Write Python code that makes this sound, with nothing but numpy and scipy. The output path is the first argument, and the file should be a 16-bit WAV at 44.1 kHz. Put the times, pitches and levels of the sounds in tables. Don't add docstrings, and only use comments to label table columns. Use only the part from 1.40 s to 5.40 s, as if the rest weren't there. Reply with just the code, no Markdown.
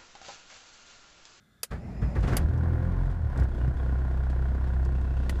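import sys
import numpy as np
from scipy import signal
from scipy.fft import rfft, irfft
from scipy.io import wavfile

SR = 44100
rng = np.random.default_rng(int(sys.argv[2]) if len(sys.argv) > 2 else 0)


def master_out(mix):
    frames = np.transpose(np.atleast_2d(mix))
    ceiling = np.clip(frames, -1, 1)
    pcm = np.round(ceiling * 32767).astype(np.int16)
    wavfile.write(sys.argv[1], SR, pcm)


N = 176400
T = np.arange(N) / SR

# (frequency [Hz], level [dB])
AIR_TONE = [(15, -35.5), (25, -6.5), (142, -5), (769, -16.5), (903, -21), (1390, -2.5), (1910, -22),
            (3440, -18), (4750, -19.5), (15000, -28.5)]
# (frequency [Hz], width [Hz], level [dB])
WHIR_BANDS = [(1434, 74, -86.5), (1670, 140, -79), (3560, 400, -77.5)]
# (time [s], level [dB])
CABIN_TICKS = [(0.806, -57.5), (.885, -54), (0.932, -51), (1.176, -59.5), (1.711, -63), (1.974, -52),
               (1.997, -52), (2.034, -55), (3.449, -53), (3.61, -62)]
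# (frequency [Hz], level [dB])
TICK_TONE = [(500, -35), (2500, -1.5), (5000, 2.5), (8000, -2.5), (15000, -18.5)]
# (middle time [s], length [s], frequency [Hz], level [dB])
TRIM_BUZZES = [(2.14, .05, 3400, -69), (2.235, 0.078, 2880, -65), (2.39, 0.044, 3420, -66.5),
               (3.7, 0.56, 2680, -67.5), (3.96, 0.092, 3330, -64)]
# (time [s], level [dB], low ring [dB], treble lift [dB], ring time [s])
RELAY_CLICKS = [(0.232, -28.5, -36, 8.5, 0.056), (.968, -26, -10, 6.5, 0.048),
                (3.895, -35.5, -4.5, -2.5, 0.056)]
# (frequency [Hz], level [dB])
SNAP_TONE = [(120, -24), (250, -31), (500, 9), (800, -6.5), (1300, 0.5), (2850, -3.5), (4720, -7),
             (6500, -7.5), (8800, -6.5), (11200, -14), (15000, -17)]
# (frequency [Hz], level [dB], ring time [s])
RELAY_NOTES = [(4795, -4, 0.029), (5030, -11, 0.018), (7860, -19, 0.039), (10330, -7, 0.049),
               (11150, -1.5, 0.017), (10900, -10, .045), (12950, -3, 0.037)]
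# (time [s], growl [dB], whine [dB])
STARTER_LEVELS = [(.3, -65, -84), (.32, -36.5, -64), (.4, -40.5, -75.5), (.46, -38, -71), (.52, -35.5, -77),
                  (.56, -39, -68.5), (.7, -33, -67), (.8, -36, -75), (.92, -31.5, -75), (1.02, -37, -76),
                  (1.1, -81, -100)]
# (frequency [Hz], level [dB])
GROWL_TONE = [(20, -21), (35, 1.5), (90, 2.5), (210, 0), (290, -10), (480, -16), (720, -16), (1000, -27),
              (2200, -34.5), (3100, -47.5), (5200, -44.5), (15000, -69)]
# (time [s], speed [ratio])
CRANK_SPEED = [(.31, .8), (.4, .94), (.43, 1.02), (.455, 1.04), (.48, 1.01), (.5, .95), (.56, .96),
               (.62, 1), (.68, .95), (.73, .96), (.77, 1.01), (.85, .96)]
# (frequency at speed 1 [Hz], level [dB])
GEAR_TONES = [(2000, 5), (2520, 2)]
# (frequency [Hz], width [Hz], level [dB])
STARTER_BANDS = [(7150, 160, -9)]
# (time [s], thump [dB], knock [dB], clatter [dB])
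JOLTS = [(.305, -37, -37, -56), (.537, -37, -56, -74), (.612, -27.5, -39.5, -60.5),
         (0.747, -31, -35.5, -57), (0.781, -26.5, -75, -69), (0.823, -25, -36, -53),
         (0.869, -35, -33, -49.5), (.916, -25, -32, -57.5), (0.957, -33, -39, -58.5),
         (.995, -29.5, -66, -72)]
# (frequency [Hz], level [dB], ring time [s])
THUMP_NOTES = [(58, 8, 0.42), (80.4, 6.5, 0.083), (133.3, -2.5, 0.54), (180, -9, .12)]
# (frequency [Hz], level [dB])
JOLT_TONE = [(60, -20), (200, 5.5), (400, 5), (750, -3), (1200, -3.5), (1800, -5), (2500, -15.5),
             (4000, -40), (9000, -43)]
# (time [s], firing rate [Hz])
FIRING_RATE = [(.9, 28), (1.05, 37.5), (1.14, 40.6), (1.35, 41.2), (1.51, 43.9), (1.71, 44.7), (1.78, 42),
               (1.9, 33.8), (2.0, 31.4), (2.1, 32.3), (2.21, 29.6), (2.35, 34), (2.47, 31.4), (2.6, 32.3),
               (2.81, 32), (3.4, 32.2), (4, 32.2)]
CYLINDER_LEVELS = [0.066, -2.6, 1, -2.1]
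# (time [s], 1x [dB], 2x [dB], 3x [dB], 4x [dB])
BOOM_LEVELS = [(0.95, -36, -35, -55, -37), (1.06, -27, -29, -32, -59), (1.15, -55, -31.5, -29, -39),
               (1.28, -38, -25.5, -32.5, -40), (1.45, -33.5, -29.5, -33, -38.5),
               (1.6, -22.5, -35, -37, -45), (1.7, -27.5, -36, -32, -63), (1.78, -34, -32, -60, -39),
               (1.85, -44, -26, -27.5, -45), (1.94, -29.5, -36.5, -53, -37), (2.02, -66, -19.5, -30, -38),
               (2.11, -29, -35.5, -55, -51), (2.26, -46, -23, -49, -30.5), (2.35, -33, -34, -47, -43.5),
               (2.46, -40.5, -26, -60, -37.5), (3.0, -34, -27, -50, -37.5),
               (3.3, -39.5, -26.5, -45.5, -38.5), (3.8, -34.5, -26, -56, -39.5), (4.0, -33, -29, -65, -56)]
# (multiple of the firing rate [ratio], level [dB])
WEAK_TONES = [(1.5, -66.5), (2.5, -52.5), (5, -58.5), (6, -61.5)]
# (multiple of the firing rate [ratio], level [dB])
BELT_TONES = [(4.1, -47), (6, -48), (8.2, -49), (9, -50), (12.1, -49)]
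# (time [s], rumble [dB], knock [dB], clatter [dB])
ENGINE_LEVELS = [(.94, -37.5, -45.5, -62), (1.06, -36.5, -49, -69.5), (1.25, -41.5, -45, -68.5),
                 (1.45, -42.5, -46.5, -68.5), (1.65, -41, -47.5, -68), (1.82, -47.5, -51.5, -71.5),
                 (1.93, -42.5, -45.5, -67), (2.0, -34, -40, -64), (2.09, -43.5, -50, -70),
                 (2.24, -37.5, -44.5, -65), (2.33, -42.5, -48.5, -70), (2.42, -39, -46, -64.5),
                 (2.6, -43, -47, -66.5), (3.3, -43, -47, -67), (3.6, -41, -49, -67), (3.96, -41, -48, -62)]
# (frequency [Hz], level [dB])
RUMBLE_TONE = [(20, -6), (45, -0.5), (80, 3.5), (130, 1.5), (180, -3), (250, -11), (350, -12.5), (500, -20),
               (900, -42), (3000, -70)]
# (frequency [Hz], level [dB])
KNOCK_TONE = [(150, -41), (300, -17), (450, 2), (570, 1), (690, 3), (850, -0.5), (1040, 2), (1250, -7),
              (1480, -2), (1800, -6.5), (2200, -14), (3000, -25.5), (6000, -41)]
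# (frequency [Hz], level [dB])
CLATTER_TONE = [(1200, -39), (2500, 2.5), (3300, 3.5), (4700, -1.5), (5800, -5), (6700, -6), (8000, -9.5),
                (10500, -16), (12500, -32), (15500, -36.5)]
# (frequency [Hz], level [dB], ring time [s])
BLOCK_NOTES = [(382, -4, 0.021), (515, -6.5, .05), (704.6, 1, 0.025), (804, -18, 0.03),
               (1019, -12.5, 0.042), (1230, -24, 0.034), (1444, -0.5, 0.019), (1637, -7, .045),
               (1812, -9.5, 0.018)]


def amp(db):
    return 10 ** (np.asarray(db) / 20)


def unit(x):
    return x / np.sqrt(np.mean(x ** 2) + 1e-20)


def curve(table, column=1):
    rows = np.array(table)
    return np.interp(T, rows[:, 0], rows[:, column])


def colour(x, tone, size=8192):
    hz, db = np.transpose(tone)
    bins_hz = abs(np.fft.fftfreq(size, 1 / SR))
    log_gain = np.log(amp(np.interp(np.log(bins_hz + 1), np.log(hz), db)))
    response = np.exp(np.conj(signal.hilbert(log_gain)))
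    taps = np.fft.ifft(response).real[:size // 2]
    return signal.fftconvolve(x, taps / np.linalg.norm(taps))[:N]


def noise():
    return rng.standard_normal(N)


def band(hz, width_hz):
    distance = 2 * (np.fft.rfftfreq(N, 1 / SR) - hz) / width_hz
    return unit(irfft(rfft(noise()) / (1 + distance ** 4), N))


def rise_and_fall(age, rise_s, t60):
    return np.minimum(age / rise_s, 1) * amp(-60 * np.maximum(age - rise_s, 0) / t60)


def burst(start, rise_s, t60):
    out = np.zeros(N)
    live = (T > start) & (T < start + rise_s + 2 * t60)
    out[live] = rise_and_fall(T[live] - start, rise_s, t60)
    return out


def ring(start, notes, rise_s):
    return sum(amp(db) * burst(start, rise_s, t60) * np.sin(2 * np.pi * hz * (T - start))
               for hz, db, t60 in notes)


def firing_count(zero_at_s=1.987):
    count = np.cumsum(curve(FIRING_RATE)) / SR
    return count - np.interp(zero_at_s, T, count)


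def fade_in(start_s=0.84, rise_s=0.11):
    return np.clip((T - start_s) / rise_s, 0, 1)


def swell(middle_s, half_width_s):
    return np.exp(-((T - middle_s) / half_width_s) ** 2)


def firing_pulses(rise_s, decay_s, scatter_db, injector=0.5, injector_phase=0.64):
    count, rate = firing_count(), curve(FIRING_RATE)
    index = np.floor(count - np.floor(count[0])).astype(int)
    cylinder_db = np.array(CYLINDER_LEVELS)[index % len(CYLINDER_LEVELS)]
    strength = amp(cylinder_db + scatter_db * rng.standard_normal(index.max() + 1)[index])
    blow = lambda age: (1 - np.exp(-age / rise_s)) * np.exp(-age / decay_s)
    return unit(strength * blow(count % 1 / rate) + injector * blow((count - injector_phase) % 1 / rate))


def cabin_air(air_db=-72, whir_end_s=0.24, fade_s=0.039):
    whir = sum(amp(db) * band(hz, width) for hz, width, db in WHIR_BANDS)
    return amp(air_db) * colour(noise(), AIR_TONE) + whir * np.clip((whir_end_s - T) / fade_s, 0, 1)


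def idle_hum(hz=356, db=-54):
    return fade_in(start_s=1.87, rise_s=0.23) * amp(db) * band(hz, width_hz=9.2)


def cabin_ticks():
    ticks = sum(amp(db) * burst(start, rise_s=0.001, t60=0.05) for start, db in CABIN_TICKS)
    return colour(noise() * ticks, TICK_TONE)


def trim_buzz():
    shake = firing_pulses(rise_s=0.0058, decay_s=0.0078, scatter_db=-1.5, injector=0)
    return shake * sum(amp(db) * swell(middle, length / 2) * band(hz, width_hz=300)
                       for middle, length, hz, db in TRIM_BUZZES)


def relays(notes_db=-5.5, treble_hz=6000, low_ring_hz=1920):
    out = np.zeros(N)
    for start, db, low_db, treble_db, t60 in RELAY_CLICKS:
        tone = [(hz, level + treble_db * min(hz / treble_hz, 1)) for hz, level in SNAP_TONE]
        hiss = colour(noise(), tone) + amp(low_db) * band(low_ring_hz, width_hz=310)
        snap = burst(start, rise_s=0.00027, t60=t60) * hiss
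        ping = amp(notes_db + treble_db) * ring(start, RELAY_NOTES, rise_s=0.00017)
        out += amp(db) * (snap + ping)
    return out


def starter(whine_hz=5240, whine_db=-4.5, flutter_db=2):
    def rough_tone(hz, jitter):
        cycles = np.cumsum(hz * curve(CRANK_SPEED) * (1 + jitter * band(0, 900))) / SR
        return unit(amp(flutter_db * band(0, 80)) * np.sin(2 * np.pi * cycles))
    whine = amp(whine_db) * rough_tone(whine_hz, jitter=0.02)
    gears = sum(amp(db) * rough_tone(hz, jitter=0.062) for hz, db in GEAR_TONES)
    ringing = sum(amp(db) * band(hz, width) for hz, width, db in STARTER_BANDS)
    growl = amp(curve(STARTER_LEVELS)) * colour(noise(), GROWL_TONE)
    return growl + amp(curve(STARTER_LEVELS, column=2)) * (whine + gears + ringing)


def starting_jolts():
    thump = sum(amp(db) * ring(start, THUMP_NOTES, rise_s=0.017) for start, db, _, _ in JOLTS)
    knock = sum(amp(db) * burst(start, rise_s=0.017, t60=0.21) for start, _, db, _ in JOLTS)
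    clatter = sum(amp(db) * burst(start, rise_s=0.0099, t60=0.26) for start, _, _, db in JOLTS)
    return thump + colour(knock * noise(), JOLT_TONE) + colour(clatter * noise(), CLATTER_TONE)


def block_ring(rise_s=0.0058, scatter_db=0.5, detune=0.0077, ring_db=-3, dip_db=-2):
    out = np.zeros(N + SR)
    age = np.arange(SR // 16) / SR
    level_db = curve(ENGINE_LEVELS, column=2) + ring_db + dip_db * swell(1.7, 0.62)
    hz, db, t60 = np.array(BLOCK_NOTES).T[:, :, None]
    fade = amp(db) * rise_and_fall(age, rise_s, t60)
    firing_samples = np.flatnonzero(np.diff(np.floor(firing_count())))
    for n, at in enumerate(firing_samples):
        size, tune, phase = rng.standard_normal((3, len(hz), 1))
        waves = np.sin(2 * np.pi * (hz * (1 + detune * tune) * age + phase))
        notes = fade * amp(scatter_db * size) * waves
        strength = 2 * amp(level_db[at] + CYLINDER_LEVELS[n % len(CYLINDER_LEVELS)])
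        out[at:at + len(age)] += strength * notes.sum(0)
    return fade_in() * out[:N]


def knock_noise(rise_s, decay_s, wash, scatter_db, alike=0.6):
    samples_since_firing = (firing_count() % 1 / curve(FIRING_RATE) * SR).astype(int)
    texture = alike * noise()[samples_since_firing] + np.sqrt(1 - alike ** 2) * noise()
    return unit(texture * firing_pulses(rise_s, decay_s, scatter_db) + wash * noise())


def engine_knock(rumble_db=6.5, knock_db=-1.5):
    low = knock_noise(rise_s=0.004, decay_s=0.008, wash=0.53, scatter_db=-1.7)
    middle = knock_noise(rise_s=0.0059, decay_s=0.0081, wash=0.85, scatter_db=0.2)
    high = knock_noise(rise_s=0.0028, decay_s=0.018, wash=0.74, scatter_db=2.9)
    rumble = colour(low * amp(curve(ENGINE_LEVELS, column=1) + rumble_db), RUMBLE_TONE)
    knock = colour(middle * amp(curve(ENGINE_LEVELS, column=2) + knock_db), KNOCK_TONE)
    clatter = colour(high * amp(curve(ENGINE_LEVELS, column=3)), CLATTER_TONE)
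    return fade_in() * (rumble + knock + clatter)


def engine_boom(shift_firings=0.1375, boom_waver_db=0.5, weak_waver_db=4, whine_waver_db=2):
    cycles = firing_count() + shift_firings
    tone = lambda multiple: np.sqrt(2) * np.cos(2 * np.pi * multiple * cycles)
    boom = sum(amp(curve(BOOM_LEVELS, column=k) + boom_waver_db * band(0, 5.3)) * tone(k)
               for k in (1, 2, 3, 4))
    weak = sum(amp(db + weak_waver_db * band(0, 15)) * tone(k) for k, db in WEAK_TONES)
    whine = sum(amp(db + whine_waver_db * band(0, 6.4)) * tone(k) for k, db in BELT_TONES)
    return fade_in() * (boom + weak + whine * swell(1.37, 0.17))


def scene():
    running = engine_boom() + engine_knock() + block_ring() + idle_hum() + trim_buzz()
    starting = starting_jolts() + starter()
    interior = relays() + cabin_ticks() + cabin_air()
    return (running + starting + interior)[None]


def record(dry, cutoff_hz=15400):
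    low_pass = signal.firwin(511, cutoff_hz, window=("kaiser", 9), fs=SR)
    return signal.oaconvolve(dry, low_pass[None], "same")


dry = scene()
out = record(dry)
master_out(out)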